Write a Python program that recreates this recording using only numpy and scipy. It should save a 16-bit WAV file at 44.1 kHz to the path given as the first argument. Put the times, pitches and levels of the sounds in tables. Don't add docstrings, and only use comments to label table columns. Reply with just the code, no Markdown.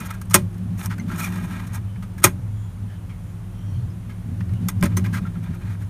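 import sys
import numpy as np
from scipy import signal
from scipy.fft import rfft, irfft
from scipy.io import wavfile
from scipy.ndimage import uniform_filter1d

SR = 44100
rng = np.random.default_rng(int(sys.argv[2]) if len(sys.argv) > 2 else 0)


def volts_from_db(level):
    exponent = np.asarray(level, float) / 20
    return 10 ** exponent


def put_to_file(sound):
    columns = np.atleast_2d(sound).T
    safe = np.clip(columns, -1, 1)
    whole_steps = np.round(safe * 32767)
    wavfile.write(sys.argv[1], SR, whole_steps.astype(np.int16))


N = 259749
T = np.arange(N) / SR

# start_s [s], peak_db [dB], treble_db [dB], thud_db [dB], rattle_s [s]
SNAPS = [
    (0.3423, 8, 6.5, -13, 0.002),
    (2.2404, 8, 6, -13, 0.003),
    (4.685, -19, -20, -43.5, 0.0063),
    (4.8263, -14.5, -31.5, -23, 0.018),
    (4.9683, -17, -18.5, -29.5, 0.0092),
]
GRIT_DB = 1.3


def unit(x):
    return x / np.sqrt(np.mean(x ** 2))


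def ring(x, modes):
    out = 0
    for k, (hz, db, t60) in enumerate(modes):
        r = np.exp(-np.log(1000) / (max(t60, .002) * SR))
        a = [1, -2 * r * np.cos(2 * np.pi * hz / SR), r * r]
        gain = (-1) ** k * volts_from_db(db) * np.sqrt((1 - r * r) / 2)
        out = out + gain * signal.lfilter([1, 0, -1], a, x)
    return out / np.sqrt(np.sum(volts_from_db([m[1] for m in modes]) ** 2))


def band(x, lo_hz, hi_hz):
    return signal.sosfilt(signal.butter(2, [lo_hz, hi_hz], "band", fs=SR, output="sos"), x)


def steady(x, hold_s):
    return x / np.sqrt(uniform_filter1d(x * x, int(hold_s * SR)) + 0.019)


def grit(spread_db):
    jumps = np.repeat(rng.exponential(size=N // 22 + 1), 22)[:N]
    return unit(rng.standard_normal(N) * volts_from_db(spread_db * jumps))


def judder(depth_db, hold_s):
    k = int(hold_s * SR)
    strength = np.repeat(rng.standard_normal(N // 100), k)[:N]
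    return volts_from_db(depth_db * uniform_filter1d(strength, k // 2))


def swell(middle_s, length_s):
    return np.cos(np.pi * np.clip((T - middle_s) / length_s, -.5, .5)) ** 2


def struck(rattle_s, t60):
    t = T[:int(.25 * SR)]
    rise = np.minimum(t / .0003, 1)
    return rise * volts_from_db(-60 * np.maximum(t - rattle_s, 0) / max(t60, .005))


def add(track, start, x):
    track[start:start + len(x)] += x[:len(track) - start]


def cab_air():
    # pitch_hz [Hz], level_db [dB], t60_s [s]
    lengthwise = [(87.5, -7, 0.62), (102.4, 5, 0.87), (120.9, -6, 0.098)]
    crosswise = [(167.9, -2, 0.41), (184, 0, 0.49), (228.8, -10, 0.14)]
    seat_mode = [(41.95, -10, 0.61), (71.6, -12, .3)]
    upper_modes = [(252.4, 1, 0.079), (291.7, 2.5, 0.13), (352.9, -0.5, 0.377), (405, -10, 0.16)]
    # pitch_hz [Hz], level_db [dB], t60_s [s]
    mic_port = [(9600, 0, .002)]
    # pitch_hz [Hz], density_db [dB per Hz]
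    hiss_curve = [(200, -18), (300, -11.5), (450, -7), (700, -9), (1200, -11), (2000, -17), (3200, -21.5),
                  (4900, -28), (6000, -25.5), (7800, -27.5), (11000, -28.5), (15400, -29)]
    # at_s [s], lean_db [dB]
    lean = [(0, 0), (.67, -1.5), (1.0, 6), (1.43, 7), (2.0, -6), (2.25, 2.5), (2.55, -4.5), (3.9, -1.5),
            (4.1, -1.5), (4.72, 4), (5.03, 6), (5.25, 1.5), (5.89, -2)]
    # middle_s [s], length_s [s], lengthwise_db [dB], crosswise_db [dB]
    jolts = [(0.01, 0.042, -47, -23.5), (0.388, 0.31, -21, -26.5), (0.601, 0.22, -36, -30),
             (0.715, 0.26, -26.5, -28.5), (0.898, 0.21, -26, -34.5), (1.09, 0.22, -35, -30.5),
             (1.358, 0.33, -34, -32), (1.825, 0.58, -28, -51.5), (2.017, 0.18, -52.5, -32.5),
             (2.316, 0.17, -31.5, -34), (2.518, 0.63, -27, -51), (2.841, .14, -27.5, -37),
             (3.77, 0.47, -24, -51), (4.313, 0.18, -26.5, -34), (4.413, .14, -24.5, -32),
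             (4.532, 0.23, -21, -45), (4.647, 0.13, -25.5, -22), (4.779, 0.09, -20.5, -30.5),
             (4.84, 0.098, -32, -17.5), (4.981, 0.5, -20, -26.5), (5.188, 0.45, -27, -27.5),
             (5.401, 0.14, -28.5, -26.5), (5.508, 0.069, -24, -23.5), (5.694, 0.21, -25.5, -36.5),
             (5.826, 0.15, -25, -50.5)]

    lean_db = np.interp(T, *np.transpose(lean))
    long_push = volts_from_db(-33 + 0.11 * lean_db)
    cross_push = volts_from_db(-36.5 + lean_db)
    for middle_s, length_s, long_db, cross_db in jolts:
        push = swell(middle_s, length_s)
        long_push = np.hypot(long_push, volts_from_db(long_db) * push)
        cross_push = np.hypot(cross_push, volts_from_db(cross_db) * push)
    modes = lengthwise, crosswise, seat_mode, upper_modes
    long, cross, seat, upper = (unit(ring(rng.standard_normal(N), m)) for m in modes)
    boom = long_push * steady(long, 0.07) + cross_push * steady(cross, 0.1)
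    boom += volts_from_db(-40) * steady(seat, 0.1756) + volts_from_db(-51 + lean_db) * upper

    hz, db = np.transpose(hiss_curve)
    f = np.fft.rfftfreq(N, 1 / SR) + 1
    density = volts_from_db(np.interp(np.log(f), np.log(hz), db, -90, -90))
    hiss = irfft(rfft(rng.standard_normal(N)) * density, N)
    hiss = unit(hiss + volts_from_db(-11) * ring(hiss, mic_port))
    return boom + volts_from_db(-52 + .15 * lean_db) * hiss


def cab_echo(near):
    t60_s, level_db = 0.14, -25
    t = T[:int(.2 * SR)]
    tail = rng.standard_normal(len(t)) * volts_from_db(-60 * t / t60_s) * (t > .003)
    return volts_from_db(level_db) * signal.fftconvolve(near, tail / np.sqrt(np.sum(tail ** 2)))[:N]


def rustle():
    # middle_s [s], length_s [s], level_db [dB], pitch_hz [Hz]
    rustles = [(1.91, 0.28, -69, 3040), (2.62, 0.43, -71, 7000), (2.64, 0.39, -72, 3330),
               (2.93, 0.29, -70.5, 3000), (2.92, 0.15, -62, 1720), (3.7, 0.53, -66, 3170),
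               (3.68, 0.33, -70.5, 5670), (3.3, .15, -72, 6900), (3.75, 0.28, -71.5, 4330),
               (4.06, 0.63, -80, 3260), (4.58, .25, -68.5, 2900), (5.65, .2, -72, 4150)]
    cloth = grit(GRIT_DB) * judder(1.9, .02)
    out = np.zeros(N)
    for middle_s, length_s, db, hz in rustles:
        out += volts_from_db(db + 6) * swell(middle_s, length_s) * ring(cloth, [(hz, 0, .014)])
    return out


def pings():
    # start_s [s], level_db [dB], pitch_hz
    # [Hz], t60_s [s]
    parts = [(.254, -40, 8560, .021), (.342, -12.5, 9100, 0.038), (.791, -38.5, 2660, 0.039),
             (0.91, -26, 1394, 0.05), (.997, -29, 2090, 0.038), (.997, -42, 4170, .033),
             (.997, -33.5, 6200, .035), (1.101, -25, 1347, .046), (1.114, -30, 1610, .051),
             (1.211, -23, 2450, .043), (1.215, -25.5, 1330, 0.087), (1.241, -22, 2430, .06),
             (1.755, -34.5, 926, 0.07), (3.901, -54.5, 5140, .09), (4.099, -45.5, 1654, 0.12),
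             (4.688, -30, 3510, 0.042), (4.689, -29, 2010, 0.033), (.343, -14, 1287, .05),
             (4.831, -17.5, 56, .15), (4.971, -20, 6230, 0.04), (5.138, -25.5, 1615, 0.11),
             (5.252, -30.5, 1370, 0.074), (5.356, -38.5, 1346, 0.056), (5.44, -52.5, 3470, 0.069),
             (5.541, -41, 1385, 0.053), (5.812, -45.5, 1700, 0.04)]
    # pitch_hz [Hz], level_db [dB], t60_s [s]
    case_modes = [(367.3, -0.5, 0.14), (1040, 3, 0.0587), (1304, -5, 0.042), (575, -6.5, 0.049)]
    out, t = np.zeros(N), T[:int(.2 * SR)]
    case = [(s + .002, thud_db + db, hz, t60) for s, _, _, thud_db, _ in SNAPS for hz, db, t60 in case_modes]
    for s, db, hz, t60 in parts + case:
        fade = np.minimum(t / 0.002216, 1) * volts_from_db(db - 60 * t / t60)
        add(out, int(s * SR), fade * np.sin(2 * np.pi * hz * t))
    return out


def twists():
    # start_s [s], length_s [s], first_db [dB], last_db [dB], treble_db [dB against these]
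    strokes = [(0, 0.095, -28.5, -47.5, -15.5), (0.088, 0.13, -30, -58, -22),
               (0.742, 0.037, -49.5, -49.5, -16), (.775, 0.1, -36.5, -32.5, -8),
               (1.073, 0.1, -38, -30, -17), (1.172, 0.085, -32, -32, -9), (1.262, .25, -29.5, -41, -15),
               (1.501, 0.23, -33, -45, -17), (1.728, 0.06, -33, -36, -11), (4.889, .06, -42, -44, -32),
               (5.221, 0.095, -38.5, -50, -27.5), (5.34, 0.059, -44, -58, -24),
               (5.426, .06, -38.5, -44, -25), (5.476, 0.096, -48, -43, -23), (5.6, 0.16, -45, -44, -18.5),
               (5.796, 0.057, -46.5, -49.5, -12)]
    grip_s = .022
    grip, skid = judder(2.5, .012), judder(2.6, .005)
    rub, high = np.zeros((2, N))
    for s, length_s, first_db, last_db, treble_db in strokes:
        edge_s = np.minimum(T - s, s + length_s - T)
        held = np.clip(edge_s / grip_s + .5, 0, 1) ** 2
        force = held * volts_from_db(np.interp(T, [s, s + length_s], [first_db, last_db]) - 6)
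        rub += grip * force
        high += np.sqrt(grip) * skid * force * volts_from_db(treble_db)
    return rub, high


def touches():
    # start_s [s], peak_db [dB], treble_db [dB], ring_hz [Hz],
    # t60_s [s]
    light_contacts = [
        (0.298, -34.5, -33, 1290, .03),
        (.308, -24, -28, 1230, 0.061),
        (2.22, -33, -39.5, 1278, 0.12),
        (4.8104, -26, -25, 3600, 0.0044),
        (0.859, -28, -13, 1500, 0.0053),
        (4.835, -26, -19, 970, 0.033),
                      (0.214, -31.5, -30.5, 1250, 0.034), (0.252, -55, -48, 1060, 0.032),
             (0.529, -53.5, -52, 1040, 0.03), (0.542, -42.5, -48, 1560, 0.035),
             (0.58, -57, -44, 1040, 0.02), (0.981, -30, -38, 1560, 0.039), (0.999, -38, -54, 2000, 0.1),
             (1.159, -45, -37, 1340, 0.025), (1.958, -39.5, -59, 1680, 0.042),
             (2.024, -32, -44, 1293, 0.096), (2.179, -34, -38, 1650, 0.063), (2.2, -37, -40, 1500, 0.02),
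             (3.093, -39, -61, 2220, 0.17), (4.094, -37.5, -53.5, 2160, 0.15),
             (4.405, -28, -60.5, 1870, 0.038), (4.491, -38.5, -57, 1890, 0.039),
             (4.534, -37.5, -44.5, 2110, 0.03), (4.855, -21, -26.5, 1810, 0.049),
             (5.04, -26.5, -39, 1660, 0.14), (5.352, -44, -59.5, 1320, 0.06)]
    # start_s [s], peak_db [dB], treble_db [dB], ring_hz [Hz], length_s [s]
    scrapes = [(0.0, -45.5, -32.5, 1690, 0.0094), (0.028, -32.5, -55, 1310, 0.04),
               (0.045, -46, -38, 1240, 0.03), (0.055, -32.5, -40, 1400, 0.025),
               (0.102, -26, -30.5, 1320, 0.015), (0.134, -33.5, -42, 1400, 0.024),
               (0.895, -24.5, -41, 1490, 0.037), (0.919, -29.5, -47, 1340, 0.032),
               (1.088, -32.5, -57, 1355, 0.077), (1.176, -24.5, -36, 1360, 0.044),
               (1.207, -24.5, -33.5, 2350, 0.077), (1.517, -35, -58, 1280, 0.028),
               (1.592, -28.5, -48, 1230, 0.017), (1.664, -39, -41.5, 1263, 0.02),
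               (1.736, -39, -39.5, 1620, 0.033), (5.057, -30, -45, 1150, 0.016),
               (5.122, -22.5, -33.5, 1540, 0.056), (5.164, -25.5, -40, 1320, 0.034),
               (5.254, -36, -54, 1344, 0.03), (5.427, -41.5, -53, 1460, 0.031),
               (5.542, -44.5, -48, 1330, 0.016), (5.68, -37.5, -53, 1350, 0.064),
               (5.815, -39, -50, 1340, 0.02)]
    rattle_share = .09
    creep_s, creep_db, creep_hz = .0095, -24, 1245

    events = []
    for s, db, treble_db, hz, t60 in light_contacts:
        events.append((int(s * SR), struck(rattle_share * t60, t60), db, treble_db, hz))
    for s, db, treble_db, hz, length_s in scrapes:
        shape = np.sqrt(np.hanning(int(max(length_s, .005) * SR)))
        events.append((int(s * SR), shape, db, treble_db, hz))
    creep = np.sqrt(np.linspace(0, 1, int(creep_s * SR)))
    for s, db, treble_db, *_ in SNAPS:
        events.append((int(s * SR) - len(creep), creep, db + creep_db, treble_db + creep_db, creep_hz))

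    low, high, own = np.zeros((3, N))
    rough = grit(GRIT_DB)
    for i, shape, db, treble_db, hz in events:
        add(low, i, volts_from_db(db - 12) * shape)
        add(high, i, volts_from_db(treble_db - 13) * shape)
        force = np.r_[shape * np.resize(rough[i:], len(shape)), np.zeros(2000)]
        add(own, i, volts_from_db(db - 13) * ring(force, [(hz, 0, .025), (1.45 * hz, -9, .015)]))
    return low, high, own


def snaps():
    first_blow_db, first_blow_s, t60_s = 6, .0017, .084
    low, high, thud = np.zeros((3, N))
    for s, db, treble_db, thud_db, rattle_s in SNAPS:
        i, shape = int(s * SR), struck(rattle_s, t60_s)
        shape = shape * (1 + volts_from_db(first_blow_db) * np.exp(-T[:len(shape)] / first_blow_s))
        shape = shape * judder(2.5, .0026)[:len(shape)]
        add(low, i, volts_from_db(db - 16.0) * shape)
        add(high, i, volts_from_db(treble_db - 16.5) * shape ** 1.41)
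        add(thud, i, volts_from_db(thud_db) * shape ** 0.55)
    return low, high, thud


def knob():
    # pitch_hz [Hz], level_db [dB], t60_s [s]
    panel_modes = [(607, -2.5, 0.035), (865.5, 3, 0.021), (1027, 4.5, 0.031), (1263, 10.5, 0.016),
                   (1620, 3, 0.052), (1890, 6.5, 0.019), (2167, 3.5, 0.011), (2450, 0, 0.066),
                   (2912, -32.5, 0.069), (3542, -7.5, 0.038)]
    bezel_modes = [(4280, -2, 0.022), (5320, 1, .03), (5910, 2, 0.026), (6400, 8, 0.021),
                   (6870, -1.5, 0.029), (8200, 6, .03), (9100, 6, .025), (9620, 5, 0.025),
                   (10580, -34, 0.056), (11470, 2.5, .03), (12500, -0.5, 0.015), (13900, -1, 0.016)]
    carcass_modes = [(104, 2, .15), (185, 3.5, 0.058), (304, -3.5, 0.1), (383.4, 3.5, 0.028),
                     (423, -6, 0.026), (574, -3, 0.0656)]

    snap_low, snap_high, thud = snaps()
    touch_low, touch_high, own = touches()
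    rub, skid = twists()
    low = (snap_low + touch_low) * grit(GRIT_DB)
    high = (snap_high + touch_high + skid) * grit(GRIT_DB)
    rub = rub * grit(GRIT_DB)
    knock = thud * rng.standard_normal(N)

    panel = ring(low + rub, panel_modes) + volts_from_db(2.5) * band(low, 900, 4500)
    skin = volts_from_db(4.5) * band(band(rub, 690, 3000), 690, 3000)
    bezel = ring(high, bezel_modes) + volts_from_db(6) * band(high, 4900, 16500)
    carcass = ring(knock, carcass_modes) + volts_from_db(4.5) * band(knock, 180, 640)
    return panel + skin + bezel + own + pings() + carcass


def scene():
    near = knob()
    return (near + cab_echo(near) + rustle() + cab_air())[None]


def low_pass(x):
    return signal.sosfilt(signal.butter(12, 15420, fs=SR, output="sos"), x)


def record(dry):
    top = signal.ellip(7, .5, 40, 14950, fs=SR, output="sos")
    mix = signal.sosfilt(top, np.clip(dry, -1, 1))
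    return low_pass(np.clip(mix, -1, 1))


dry = scene()
out = record(dry)
put_to_file(out)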